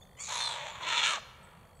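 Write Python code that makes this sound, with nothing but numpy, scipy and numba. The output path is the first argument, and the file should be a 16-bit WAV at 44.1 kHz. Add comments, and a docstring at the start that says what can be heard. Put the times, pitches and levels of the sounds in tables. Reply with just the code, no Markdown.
"""A pond among trees, where a heron calls twice. A thin squeal breaks into a throbbing screech over a
rattling croak, then a louder, harsh squawk follows. The squeal is a breathy harmonic note; the rough
sounds are pulses of the vocal membranes ringing the throat. The trees scatter the voice and the far
bank sends back a dull echo. Small birds chirp far off over a low rumble; the camera ticks faintly."""
import sys
import numpy as np
from scipy import signal
from scipy.fft import rfft, irfft
from scipy.io import wavfile
from scipy.ndimage import uniform_filter1d
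from numba import njit

SR = 44100
rng = np.random.default_rng(int(sys.argv[2]) if len(sys.argv) > 2 else 0)


def digitize_waveform(pressure):
    """Quantize a signal to 16-bit integers and store it at the path in sys.argv[1].

    Rows of a 2-D input are taken as channels; values are limited to [-1, 1].
    """
    field = np.atleast_2d(pressure).T
    bounded = np.clip(field, -1, 1)
    quanta = np.round(bounded * 32767).astype(np.int16)
    wavfile.write(sys.argv[1], SR, quanta)


N = 79380
T = np.arange(N) / SR

# opening squeal: time_s, pitch_hz, level_db, jitter_ratio
SQUEAL = [(.168, 990, -60.5, 0.013), (.192, 1037, -50.5, 0.018), (.202, 1123, -46.5, .012),
          (.222, 1136, -48, 0.015), (.238, 1160, -51, 0.055), (.275, 1160, -49.5, 0.071),
          (.29, 1150, -59, 0.037)]
# throat EQ on the squeal's note and on its breath: freq_hz, gain_db
SQUEAL_EQ = [(1000, -5), (2300, 3.5), (3450, -1), (4100, -16), (4560, 6), (5300, -22), (6850, 2.5),
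             (9200, -13)]
BREATH_EQ = [(700, -10), (1100, 4), (1600, -9.5), (2300, 3), (3000, -7), (4300, -34)]

# membrane pulses of the screech: time_s, rate_hz, jitter_ratio
SCREECH_PULSES = [(.2, 1139, 0.041), (.28, 1104, .1), (.35, 580.1, .09), (.385, 588.3, 0.029),
                  (.42, 607, 0.014), (.46, 589, 0.011), (.52, 570.3, 0.023), (.56, 549, 0.037)]
# the screech's three throat resonances: time_s, centre_hz, level_db
SCREECH_LOW = [(.23, 4330, -56), (.27, 4040, -51), (.35, 3980, -41), (.41, 3920, -40), (.46, 3950, -37),
               (.51, 3600, -40), (.56, 3500, -44), (.6, 3360, -62)]
SCREECH_MID = [(0.196, 6900, -45), (.213, 7230, -43), (.24, 6800, -42.5), (.28, 6500, -46.5),
               (.34, 6450, -43), (.42, 6340, -43.5), (.5, 5600, -53), (.56, 5760, -74)]
SCREECH_TOP = [(.28, 10600, -64), (.34, 10000, -54.5), (.41, 8970, -48.5), (.46, 8140, -47),
               (.52, 7850, -47), (.58, 7000, -57.5)]
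# the beak's roll-off on the screech: freq_hz, gain_db
BEAK_EQ = [(1000, 2), (11000, -0.5), (15000, -13)]
# swell of the screech's clear overtones: time_s, level_db
OVERTONE_SWELL = [(.35, -50), (.385, -41.5), (.42, -38), (.46, -40.5), (.5, -40.5), (.53, -50), (.57, -53)]

# three-band envelopes of croak and squawk: time_s, low_db, high_db, treble_db
CROAK_BANDS = [(.275, -66, -70, -68), (.289, -45, -41, -46), (.34, -44.5, -41, -44.5),
               (.42, -47.5, -41.5, -50), (.5, -44.5, -46.5, -55), (.62, -52.5, -42, -54),
               (.7, -53, -45.5, -55.5), (.72, -54, -49, -65.5), (.84, -50, -51.5, -61.5)]
SQUAWK_BANDS = [(.8, -50, -65, -75), (.83, -51, -43, -55), (.86, -45.5, -40.5, -56),
                (.885, -45.5, -34, -45.5), (.96, -45, -32, -43.5), (.988, -45.5, -29, -40.5),
                (1.02, -47, -31.5, -43.5), (1.05, -46, -26.5, -36.5), (1.115, -46, -33, -41),
                (1.16, -45, -38, -44.5), (1.18, -52, -49, -60), (1.2, -63, -69, -55)]
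# throat EQ of those bands (low to about 2 kHz, high to about 5 kHz, shared treble): freq_hz, gain_db
CROAK_LOW_EQ = [(280, -31.5), (420, -15), (1150, -1.5), (1600, -15)]
CROAK_HIGH_EQ = [(1600, -3.5), (1900, -1.5), (2350, 1.5), (2700, -4), (3100, -3), (3450, 2.5), (3800, -5),
                 (4600, -11)]
SQUAWK_LOW_EQ = [(200, -26.5), (300, -23.5), (550, -10), (1950, -13.5)]
SQUAWK_HIGH_EQ = [(1900, -17.5), (2120, -6.5), (2300, 4), (2460, -1.5), (2720, 3.5), (3270, 3.5), (3550, 0),
                  (4000, -7.5), (4200, 3), (4600, -28)]
TREBLE_EQ = [(4700, 1), (5300, -3.5), (5900, 3), (6900, 6), (8200, -2.5), (9500, -18), (11000, -22.5),
             (15000, -36)]
# rattle of the vocal membranes: time_s, rate_hz, jitter_ratio
CROAK_RATTLE = [(0.301, 265, .13), (.55, 255, .1), (.65, 305, .09)]
SQUAWK_RATTLE = [(.9, 340.6, 0.17), (.98, 280.9, .13), (1.128, 269.7, .13)]
# narrow throat resonances, one list for each: time_s, centre_hz, level_db
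CROAK_RINGS = [
    [(.28, 902, -49), (.345, 978, -40.5), (.43, 922, -47.5), (.57, 915, -45.5), (.69, 893, -49.5),
     (.81, 976, -57.5)],
]
SQUAWK_RINGS = [
    [(.81, 1008, -47), (.93, 943, -41), (1.04, 922, -38.5), (1.09, 984, -41.5), (1.16, 960, -46.5),
     (1.18, 770, -43), (1.196, 617, -62)],
    [(.85, 1310, -56), (.925, 1300, -38), (1.015, 1250, -40.5), (1.06, 1394, -34.5), (1.125, 1250, -37.5),
     (1.19, 1100, -45)],
    [(.82, 2040, -45.5), (.87, 2040, -45.5), (.93, 1700, -39), (.98, 1860, -42.5), (1.07, 1640, -37.5),
     (1.17, 1570, -44)],
    [(.82, 3340, -47.5), (.99, 3420, -30.5), (1.17, 3500, -43)],
]
# brief throat resonances: peak_s, swell_s, fade_s, centre_hz, width_hz, level_db
GROWLS = [(0.673, 0.18, 0.0434, 606, 176, -50), (1.108, 0.015, 0.028, 700, 300, -49),
          (1.124, 0.05, 0.0061, 8600, 1200, -49.5)]

# bright scatter off the leaves: freq_hz, gain_db
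LEAF_EQ = [(1200, -5), (4000, 4.5), (4900, 14.5), (5600, 10), (6500, 5.5), (8000, -4), (14000, -16)]
# small birds' chirps: start_s, length_s, first_hz, middle_hz, last_hz, level_db
CHIRPS = [(-.02, 0.09, 7200, 6540, 6270, -73), (0.012, 0.028, 3480, 3520, 3480, -58),
          (0.661, 0.11, 7250, 7050, 6850, -59), (1.425, 0.0313, 7660, 8300, 7310, -63),
          (1.737, 0.063, 8070, 8040, 7700, -70.5)]
# tone of the outdoor air: freq_hz, gain_db
AIR_EQ = [(25, -9), (50, -6.5), (75, 2), (100, -3.5), (140, 0), (220, -8.5), (290, -23), (500, -9.5),
          (950, -14.5), (1500, -23.5), (2800, -55), (3300, -19), (3500, -41), (3800, -49), (4500, -25),
          (5000, -58), (6800, -37), (10000, -32), (15000, -37.5)]
# tone of the camera's ticks: freq_hz, gain_db
TICK_EQ = [(1200, -33), (1800, 3.5), (4000, -17), (4550, -3.5), (4900, -16), (6300, -15), (9000, -17)]

THROB_HZ, THROB_DIP_S = 59.76, 0.25


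def heron():
    """Both calls, dry: squeal, screech and croak layered into the first, the squawk as the second."""
    croak = rasp(CROAK_BANDS, CROAK_LOW_EQ, CROAK_HIGH_EQ, CROAK_RATTLE, CROAK_RINGS, widths_hz=[148])
    squawk = rasp(SQUAWK_BANDS, SQUAWK_LOW_EQ, SQUAWK_HIGH_EQ, SQUAWK_RATTLE, SQUAWK_RINGS,
                  widths_hz=[182, 197, 220, 347])
    return squeal() + screech() + overtones() + croak + squawk + growls()


def rasp(bands, low_eq, high_eq, rattle, resonances, widths_hz):
    """Membrane slaps drive the broad body of the throat and its narrow, moving resonances."""
    source = slaps(rattle)
    spread = windpipe(source)
    layers = eq(spread, low_eq), eq(spread, high_eq), eq(source, TREBLE_EQ)
    body = sum(unit(layer) * envelope(bands, column) for column, layer in enumerate(layers, 1))
    return body + throat_rings(spread, resonances, widths_hz)


def squeal():
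    """A thin, breathy harmonic note rises through the throat's resonances and turns hoarse."""
    pitch_hz = curve(SQUEAL, 1) * pitch_sag()
    hoarseness = 1 + curve(SQUEAL, 3) * waver(1400)
    phase = phase_of(pitch_hz * hoarseness)
    note = unit(eq(sum(np.sin(k * phase) for k in range(1, 9)), SQUEAL_EQ))
    breath = unit(eq(rng.standard_normal(N), BREATH_EQ))
    return (note + .55 * breath) * envelope(SQUEAL, 2) * np.sqrt(throb())


def screech():
    """Fast pulses throb through three sinking throat resonances; the beak softens the top."""
    source = membranes(SCREECH_PULSES, scatter_db=.5, puff_gain=.63)
    voice = throat_rings(source, (SCREECH_LOW, SCREECH_MID, SCREECH_TOP), widths_hz=(920, 1180, 1400))
    return eq(voice * throb(), BEAK_EQ)


def overtones(jitter=.0126):
    """At its height the screech locks into two clear, arching harmonics of its pulse rate."""
    phase = phase_of(curve(SCREECH_PULSES, 1) * pitch_sag() * (1 + jitter * waver(840)))
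    tones = undb(.15) * np.sin(6 * phase) + undb(-1.6) * np.sin(7 * phase)
    return unit(tones) * envelope(OVERTONE_SWELL, 1) * throb()


def growls():
    """Throat resonances flare late in the calls: a low growl in each, a bright edge on the squawk."""
    out = 0
    for peak_s, swell_s, fade_s, centre_hz, width_hz, level_db in GROWLS:
        ring = resonance(slaps(CROAK_RATTLE), np.full(N, float(centre_hz)), width_hz)
        swell = bell(T - peak_s, np.where(T < peak_s, swell_s, fade_s))
        out += undb(level_db) * ring * swell
    return out


def slaps(rattle):
    """The slow rattle of the slack membranes, throbbing while the screech lasts."""
    pinch = np.where(T < SCREECH_PULSES[-1][0], np.sqrt(throb()), 1)
    return membranes(rattle, scatter_db=3.5, puff_gain=.72) * pinch


def membranes(pulse_table, scatter_db, puff_gain, puff_cycles=.97):
    """Uneven slaps of the vocal membranes, each followed by a puff of air."""
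    timing, force = rng.standard_normal((N // 10, 2)).T
    strength = undb(scatter_db * np.clip(force, -2, 2))
    pulses, phase = pulse_train(curve(pulse_table, 1), curve(pulse_table, 2), timing, strength)
    puffs = np.exp(-phase / puff_cycles) * rng.standard_normal(N)
    return unit(pulses) + puff_gain * unit(puffs)


@njit
def pulse_train(rate_hz, jitter, timing, strength):
    """One pulse per membrane cycle, each cycle its own length; also returns the phase in cycles."""
    pulses, phase = np.zeros(N), np.empty(N)
    position, count = 0., 0
    for i in range(N):
        position += rate_hz[i] * np.exp(jitter[i] * timing[count]) / SR
        if position >= 1:
            position, count = position - 1, count + 1
            pulses[i] = strength[count]
        phase[i] = position
    return pulses, phase


def throb(depth=.74, sharpness=4.2):
    """Tremolo: the voice is pinched about sixty times a second."""
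    pinch = (.5 + .5 * np.cos(2 * np.pi * THROB_HZ * (T - THROB_DIP_S))) ** sharpness
    return unit(1 - depth * pinch)


def pitch_sag(depth=.008):
    """The pitch sags a little at every pinch of the throb."""
    return 1 - depth * np.cos(2 * np.pi * THROB_HZ * (T - THROB_DIP_S))


def windpipe(x, delay_s=.00032, bounce=.69):
    """Each slap bounces along the windpipe, an all-pass that smears it without colouring it."""
    loop = np.r_[1, np.zeros(int(delay_s * SR) - 1), -bounce]
    return signal.lfilter(loop[::-1], loop, x)


def throat_rings(source, tables, widths_hz, quiver=.019):
    """Throat resonances, each gliding, quivering and swelling on its own."""
    out = 0
    for table, width_hz in zip(tables, widths_hz):
        centre_hz = curve(table, 1) * (1 + quiver * waver(40))
        out += resonance(source, centre_hz, width_hz) * envelope(table, 2)
    return out


def woods(voice, scatter_db=-18, bank_db=-21.5):
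    """Reverb return: diffuse scatter from the trees and a late, dull echo off the far bank."""
    trees, leaves, bank = rng.standard_normal((3, N))
    trees = lowpass(trees, 3240) * decay(t60_s=.84)
    leaves = eq(leaves, LEAF_EQ) * decay(t60_s=.66)
    bank = lowpass(unit(bank * bell(T - .39, spread_s=.17)), 1430)
    response = undb(scatter_db) * unit(trees + .5 * leaves) + undb(bank_db) * bank
    return reverb(voice, response)


def small_birds(foliage_db=-5):
    """Short, gliding whistles far off, smeared by twigs and foliage."""
    whistles = 0
    for start_s, length_s, first_hz, middle_hz, last_hz, level_db in CHIRPS:
        progress = np.clip((T - start_s) / length_s, 0, 1)
        glide = np.polyfit([0, .5, 1], [first_hz, middle_hz, last_hz], 2)
        pitch_hz = np.polyval(glide, progress) * (1 + .02 * waver(690))
        swell = undb(level_db) * np.sqrt(2) * np.sin(np.pi * progress)
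        whistles += swell * np.sin(phase_of(pitch_hz))
    foliage = unit(rng.standard_normal(N) * np.exp(-T / .17))
    twigs = unit(rng.standard_normal(N) * np.exp(-T / .006))
    return reverb(whistles, twigs + undb(foliage_db) * foliage)


def outdoor_air(rumble_db=-57.5, side_db=-16, hiss_db=-95):
    """The bed: a low, nearly mono rumble, with a faint separate hiss in each ear."""
    mid, side = (unit(eq(rng.standard_normal(N), AIR_EQ)) for _ in range(2))
    stereo = mid + undb(side_db) * side * np.array([[1], [-1]])
    rumble = undb(rumble_db + .5 * waver(18)) * stereo
    return rumble + undb(hiss_db) * rng.standard_normal((2, N))


def camera(rate_hz=50, first_s=.013, level_db=-70.5):
    """Tiny, evenly spaced noise bursts: a faint ticking inside the camera."""
    from_tick_s = (((T - first_s) * rate_hz + .5) % 1 - .5) / rate_hz
    ticks = rng.standard_normal(N) * bell(from_tick_s, spread_s=.0022)
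    return undb(level_db) * unit(eq(ticks, TICK_EQ))


def undb(db):
    """Decibels to gain."""
    return 10 ** (np.asarray(db) / 20)


def unit(x):
    """Scale to rms 1."""
    return x / np.sqrt(np.mean(x ** 2))


def curve(table, column):
    """One column of a table over time."""
    rows = np.array(table)
    return np.interp(T, rows[:, 0], rows[:, column])


def envelope(table, column):
    """Gain from a dB column, softly gated to the table's time span."""
    gate = 1. * ((T > table[0][0]) & (T < table[-1][0]))
    return undb(curve(table, column)) * uniform_filter1d(gate, size=200)


def bell(offset_s, spread_s):
    """Gaussian swell, peaking at zero offset."""
    return np.exp(-.5 * (offset_s / spread_s) ** 2)


def decay(t60_s):
    """A tail that falls 60 dB in t60_s."""
    return 1000 ** (-T / t60_s)


def phase_of(hz):
    """Running phase of a moving pitch, in radians."""
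    return 2 * np.pi * np.cumsum(hz) / SR


def waver(hz):
    """Smooth random modulation with rms 1."""
    span = int(SR / hz)
    return unit(uniform_filter1d(uniform_filter1d(rng.standard_normal(N), span), span))


def reverb(x, response):
    """Convolve; a response of rms 1 gives about unity gain."""
    return signal.fftconvolve(x, response)[:N] / np.sqrt(N)


def lowpass(x, hz):
    """Gentle treble roll-off."""
    return signal.sosfilt(signal.butter(2, hz, fs=SR, output="sos"), x)


def eq(x, points, size=8192):
    """Minimum-phase EQ through the points; beyond them it drops 60 dB an octave, by 40 dB at most."""
    hz, db = np.array(points).T
    octaves, knots = np.log2(np.fft.rfftfreq(size, 1 / SR) + 1), np.log2(hz)
    outside = np.abs(octaves - np.clip(octaves, knots[0], knots[-1]))
    gain_db = np.interp(octaves, knots, db) - np.minimum(60 * outside, 40)
    cepstrum = irfft(np.log(undb(gain_db)))
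    cepstrum[1:size // 2] *= 2
    cepstrum[size // 2 + 1:] = 0
    response = irfft(np.exp(rfft(cepstrum)))
    return irfft(rfft(x) * rfft(response, N), N)


def resonance(x, centre_hz, width_hz):
    """Two band-passes in series, scaled to rms 1."""
    return unit(bandpass(bandpass(x, centre_hz, width_hz), centre_hz, width_hz))


@njit
def bandpass(x, centre_hz, width_hz):
    """State-variable band-pass with a moving centre."""
    out, band_state, low_state = np.empty(N), 0., 0.
    for i in range(N):
        tuning = np.tan(np.pi * centre_hz[i] / SR)
        damping = np.pi * width_hz / SR * (1 + tuning * tuning) / tuning
        band = (band_state + tuning * (x[i] - low_state)) / (1 + tuning * (tuning + damping))
        band_state = 2 * band - band_state
        low_state += 2 * tuning * band
        out[i] = damping * band
    return out


def scene():
    """The heron dead centre, with the pond's ambience behind it."""
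    voice = heron()
    return voice + woods(voice) + small_birds() + camera() + outdoor_air()


def record(dry, notch_hz=4734, notch_width_hz=230, top_hz=15700):
    """The microphone has a narrow dead spot, and the recorder cuts the top."""
    notched = signal.lfilter(*signal.iirnotch(notch_hz, notch_hz / notch_width_hz, fs=SR), dry)
    return signal.sosfilt(signal.ellip(10, .2, 70, top_hz, fs=SR, output="sos"), notched)


dry = scene()
out = record(dry)
digitize_waveform(out)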